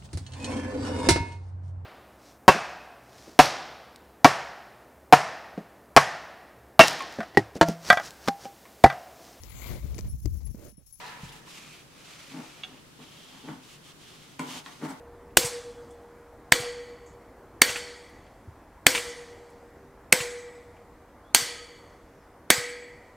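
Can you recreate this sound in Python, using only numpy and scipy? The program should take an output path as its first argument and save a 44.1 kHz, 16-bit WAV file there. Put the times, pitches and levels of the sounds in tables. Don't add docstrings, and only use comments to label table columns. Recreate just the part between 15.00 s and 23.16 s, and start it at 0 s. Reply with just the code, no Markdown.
import sys
import numpy as np
from scipy import signal
from scipy.fft import rfft, irfft
from scipy.io import wavfile
from scipy.ndimage import uniform_filter1d

SR = 44100
rng = np.random.default_rng(int(sys.argv[2]) if len(sys.argv) > 2 else 0)


def transcribe(u):
    v = np.clip(np.atleast_2d(u).T, -1, 1)
    q = np.round(v * 32767).astype(np.int16)
    wavfile.write(sys.argv[1], SR, q)


N = 359856


def amp(db):
    return 10 ** (np.asarray(db) / 20)


def unit(x):
    return x / np.sqrt(np.mean(x ** 2) + 1e-20)


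def read(points, hz):
    point_hz, value = np.transpose(points)
    return np.interp(np.log(hz + 1), np.log(point_hz + 1), value)


def add(mix, start_s, sound):
    part = mix[round(start_s * SR):][:len(sound)]
    part += sound[:len(part)]


def coloured(seconds, gain):
    size = round(seconds * SR)
    spectrum = rfft(rng.standard_normal(size)) * gain(np.fft.rfftfreq(size, 1 / SR))
    return unit(irfft(spectrum, size))


def hump(centre_hz, width_hz):
    return lambda hz: 1 / (1 + (2 * (hz - centre_hz) / width_hz) ** 2)


def burst(db, gain, t60, rise=0.0015):
    t = np.arange(SR) / SR
    return amp(db - 60 * t / t60) * (1 - np.exp(-t / rise)) * coloured(1, gain)


# hz, relative level_db (per Hz)
WASH_COLOUR = [(12, -33), (25, -5), (60, -1), (120, -9.5), (200, -12.5), (290, -5.5), (400, -14),
               (520, -10), (950, -12.5), (1400, -18.5), (2000, -22.5), (2700, -33), (4000, -37.5),
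               (14500, -42.5), (16200, -49.5)]
WASH_DB, WASH_FADE_DB_PER_S = -56, 0.21


def wash():
    frames, hz = N // 256 + 5, np.fft.rfftfreq(1024, 1 / SR)
    real, imaginary, patches = rng.standard_normal((frames, 513, 3)).T
    patches = uniform_filter1d(patches, 10, axis=0)
    patches = unit(uniform_filter1d(patches, 16, axis=1))
    level_db = read(WASH_COLOUR, hz)[:, None] + 1.2 * patches
    spectra = (real + 1j * imaginary) * amp(level_db)
    noise = signal.istft(spectra, nperseg=1024, noverlap=768)[1][:N]
    middle = signal.sosfilt(signal.butter(4, (550, 1500), "bandpass", fs=SR, output="sos"), noise)
    fade = amp(WASH_DB - WASH_FADE_DB_PER_S * np.arange(N) / SR)
    return fade * noise / np.std(middle)


HUM_HZ, HUM_WIDTH_HZ, HUM_DB = 394, 5, -65.5


def hum():
    return amp(HUM_DB) * coloured(N / SR, hump(HUM_HZ, HUM_WIDTH_HZ))


# pitch_hz, t60_s
POST_MODES = [(474.6, 3.5), (511, .3), (1270, 1.1), (3390, 1.1), (7757, .8)]
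# start_s, in_step_s (all tones in step, after the blow),
# main_db, lower_twin_db, upper_twin_db, low_overtone_db, high_overtone_db, ping_db
EARLIER_RING = (-.8, -2.1, -15, -33.5, -36, -62, -69, -55.5)
MAIN_HZ, RISE_FROM_S, RISE_HZ_PER_S = 482.9, 3, 0.42
MAIN_T60, BLOOM_S = 0.93, 0.35
FLUTTER_DB = 3.5


def post():
    clock, out = np.arange(N) / SR, np.zeros(N)
    rings = [EARLIER_RING] + [(start_s, *row[-7:]) for start_s, *row in BLOW_TABLE]
    ends = [row[0] for row in BLOW_TABLE] + [N / SR]
    for (start_s, in_step_s, main_db, *mode_levels_db), end_s in zip(rings, ends):
        main_hz = MAIN_HZ + RISE_HZ_PER_S * max(start_s - RISE_FROM_S, 0)
        now = (clock >= start_s) & (clock < end_s)
        t = clock[now] - start_s
        growth = 1 - np.exp(-t / BLOOM_S)
        main_tone = np.sin(2 * np.pi * main_hz * (t - in_step_s))
        tones = amp(main_db - 60 * t / MAIN_T60) * growth * main_tone
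        for (mode_hz, t60), mode_db in zip(POST_MODES, mode_levels_db):
            flutter_db = FLUTTER_DB * (mode_hz > 1000) * coloured(len(t) / SR, hump(0, 30))
            level = amp(mode_db + flutter_db - 60 * t / t60)
            tones += level * np.sin(2 * np.pi * mode_hz * (t - in_step_s))
        out[now] = tones * (1 - np.exp(-t / 0.0033))
    return out


# start_s, level_db, centre_hz, width_hz, t60_s
PUFF_TABLE = [(0.305, -56, 3000, 1450, 0.017), (0.904, -57.5, 8000, 4000, 0.12),
              (0.907, -62.5, 3420, 120, 0.22), (1.622, -35, 700, 120, 0.077),
              (2.060, -58.5, 7000, 1600, 0.3), (3.095, -58, 11260, 5000, 0.037),
              (3.264, -55, 2430, 2560, .08), (3.474, -37.5, 108.5, 89.8, 0.13),
              (3.513, -43, 71.4, 60, 0.089), (4.499, -60.5, 8900, 6000, 0.072),
              (4.847, -55, 281, 150, 0.086), (5.765, -56.5, 2200, 1500, 0.073)]


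def small_puff(level_db, centre_hz, width_hz, t60):
    return burst(level_db, hump(centre_hz, width_hz), t60, rise=0.0023)


# hz, relative level_db (per Hz)
CRACK_COLOUR = [(88, -46.5), (150, -11.5), (1360, -8.5), (2100, -1.5), (3920, -10.5), (9080, -7),
                (10600, -19), (14500, -13), (16000, -32)]
HEAD_HZ = 8934
CLANG_HZ, CLANG_T60, CLANG_DB = 4540, 0.025, 31.5


def contact(crack_db, thud_db, knock_hz, knock_db, head_db, high_db):
    t = np.arange(SR // 10) / SR
    crack_shape = (1 - np.exp(-t / 0.0001)) / (1 + (t / 0.0036) ** 4)
    hit = amp(crack_db) * crack_shape * coloured(0.1, lambda hz: amp(read(CRACK_COLOUR, hz)))
    head_shape = np.exp(-((t - 0.0018) / 0.00067) ** 2)
    hit += amp(head_db) * np.sin(2 * np.pi * HEAD_HZ * t) * head_shape
    knock_cycles = knock_hz * (t - 0.00041 * np.exp(-t / 0.0027))
    knock_shape = np.exp(-((t - 0.0034) / 0.00062) ** 2)
    hit += amp(knock_db) * np.sin(2 * np.pi * knock_cycles) * knock_shape
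    hit -= amp(thud_db) * np.sin(2 * np.pi * 750 * t) * np.exp(-t / 0.0013)
    clang_level = amp(high_db + CLANG_DB - 60 * t / CLANG_T60) * (1 - np.exp(-t / 0.002))
    hit += clang_level * np.sin(2 * np.pi * CLANG_HZ * t)
    return hit


# centre_hz, width_hz, level_db (over the blow's low or high fence level), t60_s
FENCE_MODES = [(1600, 200, -3.5, 0.88), (1958, 260, -0.26, 1.3), (2100, 180, -8, 1.1), (2284, 220, -3, 1.2),
               (3040, 270, -2, 0.9), (3360, 210, -1.5, 0.95), (4510, 320, 4, 0.9), (5700, 200, -14, 0.55),
               (6680, 250, -8, 1), (8200, 200, -5.5, 0.46)]


def fence(low_db, high_db):
    out = np.zeros(SR)
    for k, (centre_hz, width_hz, db, t60) in enumerate(FENCE_MODES):
        level_db = db + (low_db if k < 4 else high_db)
        band = hump(centre_hz, width_hz)
        out += burst(level_db, band, t60, rise=0.005)
        out += burst(level_db + 12, band, 0.15 * t60, rise=0.00067)
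    return out


# hz, relative level_db (per Hz)
ECHO_COLOUR = [(50, -39.5), (90, -17), (350, -2.5), (1300, -7.5), (2000, -8), (2700, -11.5), (4500, -11),
               (8300, -13), (10500, -22.5), (12000, -20), (15200, -21), (15900, -46)]
# hz, t60_s
ECHO_DECAY = [(100, 0.16), (400, 0.58), (1200, 0.65), (3000, 0.63), (6000, 0.54), (10000, 0.5),
              (13500, 0.22), (16000, 0.3)]
FAR_DB, FAR_LONGER = -34, 4.5
BRIGHT_DB, BRIGHT_PER_DB, USUAL_ECHO_DB = 3, 0.33, -25


def echo(echo_db, longer):
    hz, t, z = signal.stft(rng.standard_normal(2 * SR), SR, nperseg=256)
    bright_db = BRIGHT_DB + BRIGHT_PER_DB * (echo_db - USUAL_ECHO_DB)
    colour = amp(read(ECHO_COLOUR, hz) + bright_db * np.log2((hz + 100) / 3000))[:, None]
    fall_db = -60 * t / (longer * read(ECHO_DECAY, hz)[:, None])
    patches = uniform_filter1d(rng.standard_normal(z.shape), size=2, axis=0)
    patches = uniform_filter1d(patches, size=14, axis=1)
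    z = z * amp(2.2 * unit(patches))
    near_and_far = amp(fall_db) + amp(FAR_DB + fall_db / FAR_LONGER)
    scatter = signal.istft(z * unit(colour) * near_and_far, SR, nperseg=256)[1]
    early_boost = 1 + 2.2 * np.exp(-np.arange(len(scatter)) / SR / 0.0077)
    return amp(echo_db) * scatter * early_boost


# in_step_s (all tones in step, after the blow),
# main_db, lower_twin_db, upper_twin_db, low_overtone_db, high_overtone_db, ping_db
BLOW_TABLE = [(0.3707, -6, -3.5, 1643, -8.5, -6, -24.5, 0.99, -56, -55, 0.074, -18, -38, -28, -62.5, -50.5, -51),
              (1.521, -8, -7.5, 1884, 3, -16.5, -29.5, 1.09, -41.5, -42.5, 0.042, -15, -42, -31, -60, -59, -49),
              (2.6173, -5, -15, 1975, 0, -2, -27.5, 1.29, -39, -40, 0.05, -22, -53, -34, -58, -60, -54.5),
              (3.8656, -4.5, -8.5, 2102, -4.5, -12, -26, 1.31, -39.5, -43.5, .11, -20, -40, -27.5, -64.5, -52.5, -62),
              (5.125, -7, -8.5, 2083, 0.5, -1.5, -27, 1.1, -39.5, -58, .021, -16, -45.5, -25.5, -55.5, -66.5, -38.5),
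              (6.3470, -5.5, -12, 2230, -17, 0.5, -24, 0.98, -41, -38.5, .07, -29, -47, -44, -44, -64.5, -49),
              (7.5028, -5.5, -7.5, 1766, -2.5, -4, -24.5, 0.91, -35, -44, .025, -18.5, -60, -30.5, -48.5, -71.5, -38.5)]


def blow(crack_db, thud_db, knock_hz, knock_db, head_db, echo_db, longer, low_db, high_db, *ring):
    out = echo(echo_db, longer)
    add(out, 0, contact(crack_db, thud_db, knock_hz, knock_db, head_db, high_db))
    add(out, 0, burst(thud_db - 13, hump(280, 190), 0.07, rise=0.0033))
    add(out, 0, fence(low_db, high_db))
    return out


# start_s, thump_db, knock_db, click_db
REBOUND_TABLE = [(0.4440, -30, -66, -25.5), (1.5980, -34.5, -58, -38), (2.6919, -42, -25, -33),
                 (2.7592, -58, -26, -37), (3.9497, -51, -18, -27.5), (3.9775, -57, -25.5, -35),
                 (5.2037, -34.5, -27, -34), (6.4200, -39.5, -44, -60), (7.5790, -33.5, -37, -51),
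                 (7.688, -54, -43, -49)]
SNAP_DB = 7
THUMP_HZ, THUMP_S = 127.4, 0.0043


def rebound(thump_db, knock_db, click_db):
    t = np.arange(SR) / SR
    snap = -np.sin(2 * np.pi * 2600 * t) * np.exp(-t / 0.0008)
    late = np.sin(2 * np.pi * 2000 * t) * np.exp(-((t - 0.0034) / 0.00037) ** 2)
    knock = amp(knock_db + SNAP_DB) * (snap + 0.44 * late)
    knock += burst(knock_db - 3.5, hump(2380, 2500), 0.11, rise=0.0001)
    thump_shape = t / THUMP_S * np.exp(1 - t / THUMP_S)
    thump = amp(thump_db) * np.sin(2 * np.pi * THUMP_HZ * t) * thump_shape
    rattle = burst(click_db, hump(7900, 4700), 0.15, rise=0.0058)
    return knock + thump + rattle


# start_s, length_s, from_hz, to_hz, level_db
CHIRP_TABLE = [(6.16, .186, 2390, 4330, -78), (6.238, 0.095, 3270, 3664, -68),
               (7.14, 0.15, 5970, 4660, -75)]


def chirp(length, from_hz, to_hz, level_db):
    t = np.arange(0, length, 1 / SR)
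    waver = 1 + 0.022 * unit(uniform_filter1d(rng.standard_normal(len(t)), 100))
    hz = (from_hz + (to_hz - from_hz) * t / length) * waver
    swell = np.sqrt(np.sin(np.pi * t / length))
    return amp(level_db) * np.sin(2 * np.pi * np.cumsum(hz) / SR) * swell


def scene():
    mix = wash() + hum() + post()
    sources = ((PUFF_TABLE, small_puff), (BLOW_TABLE, blow), (REBOUND_TABLE, rebound), (CHIRP_TABLE, chirp))
    for table, source in sources:
        for start_s, *settings in table:
            add(mix, start_s, source(*settings))
    return np.array([mix, mix])


EDGE_HZ = 16150


def record(dry):
    heard = signal.sosfilt(signal.butter(2, 30, "highpass", fs=SR, output="sos"), dry[0])
    clipped = np.clip(heard, -0.94, 0.94)
    z = signal.stft(clipped, nperseg=512)[2]
    scrambled = z * np.exp(2j * np.pi * rng.random(z.shape))
    side = amp(-28.5) * signal.istft(scrambled, nperseg=512)[1][:N]
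    side += amp(-73.5) * rng.standard_normal(N)
    left_right = np.array([clipped + side, clipped - side])
    band_limit = signal.firwin(401, EDGE_HZ, window=("kaiser", 7), fs=SR)
    return signal.oaconvolve(left_right, band_limit[None], "same")


dry = scene()
out = record(dry)
transcribe(out)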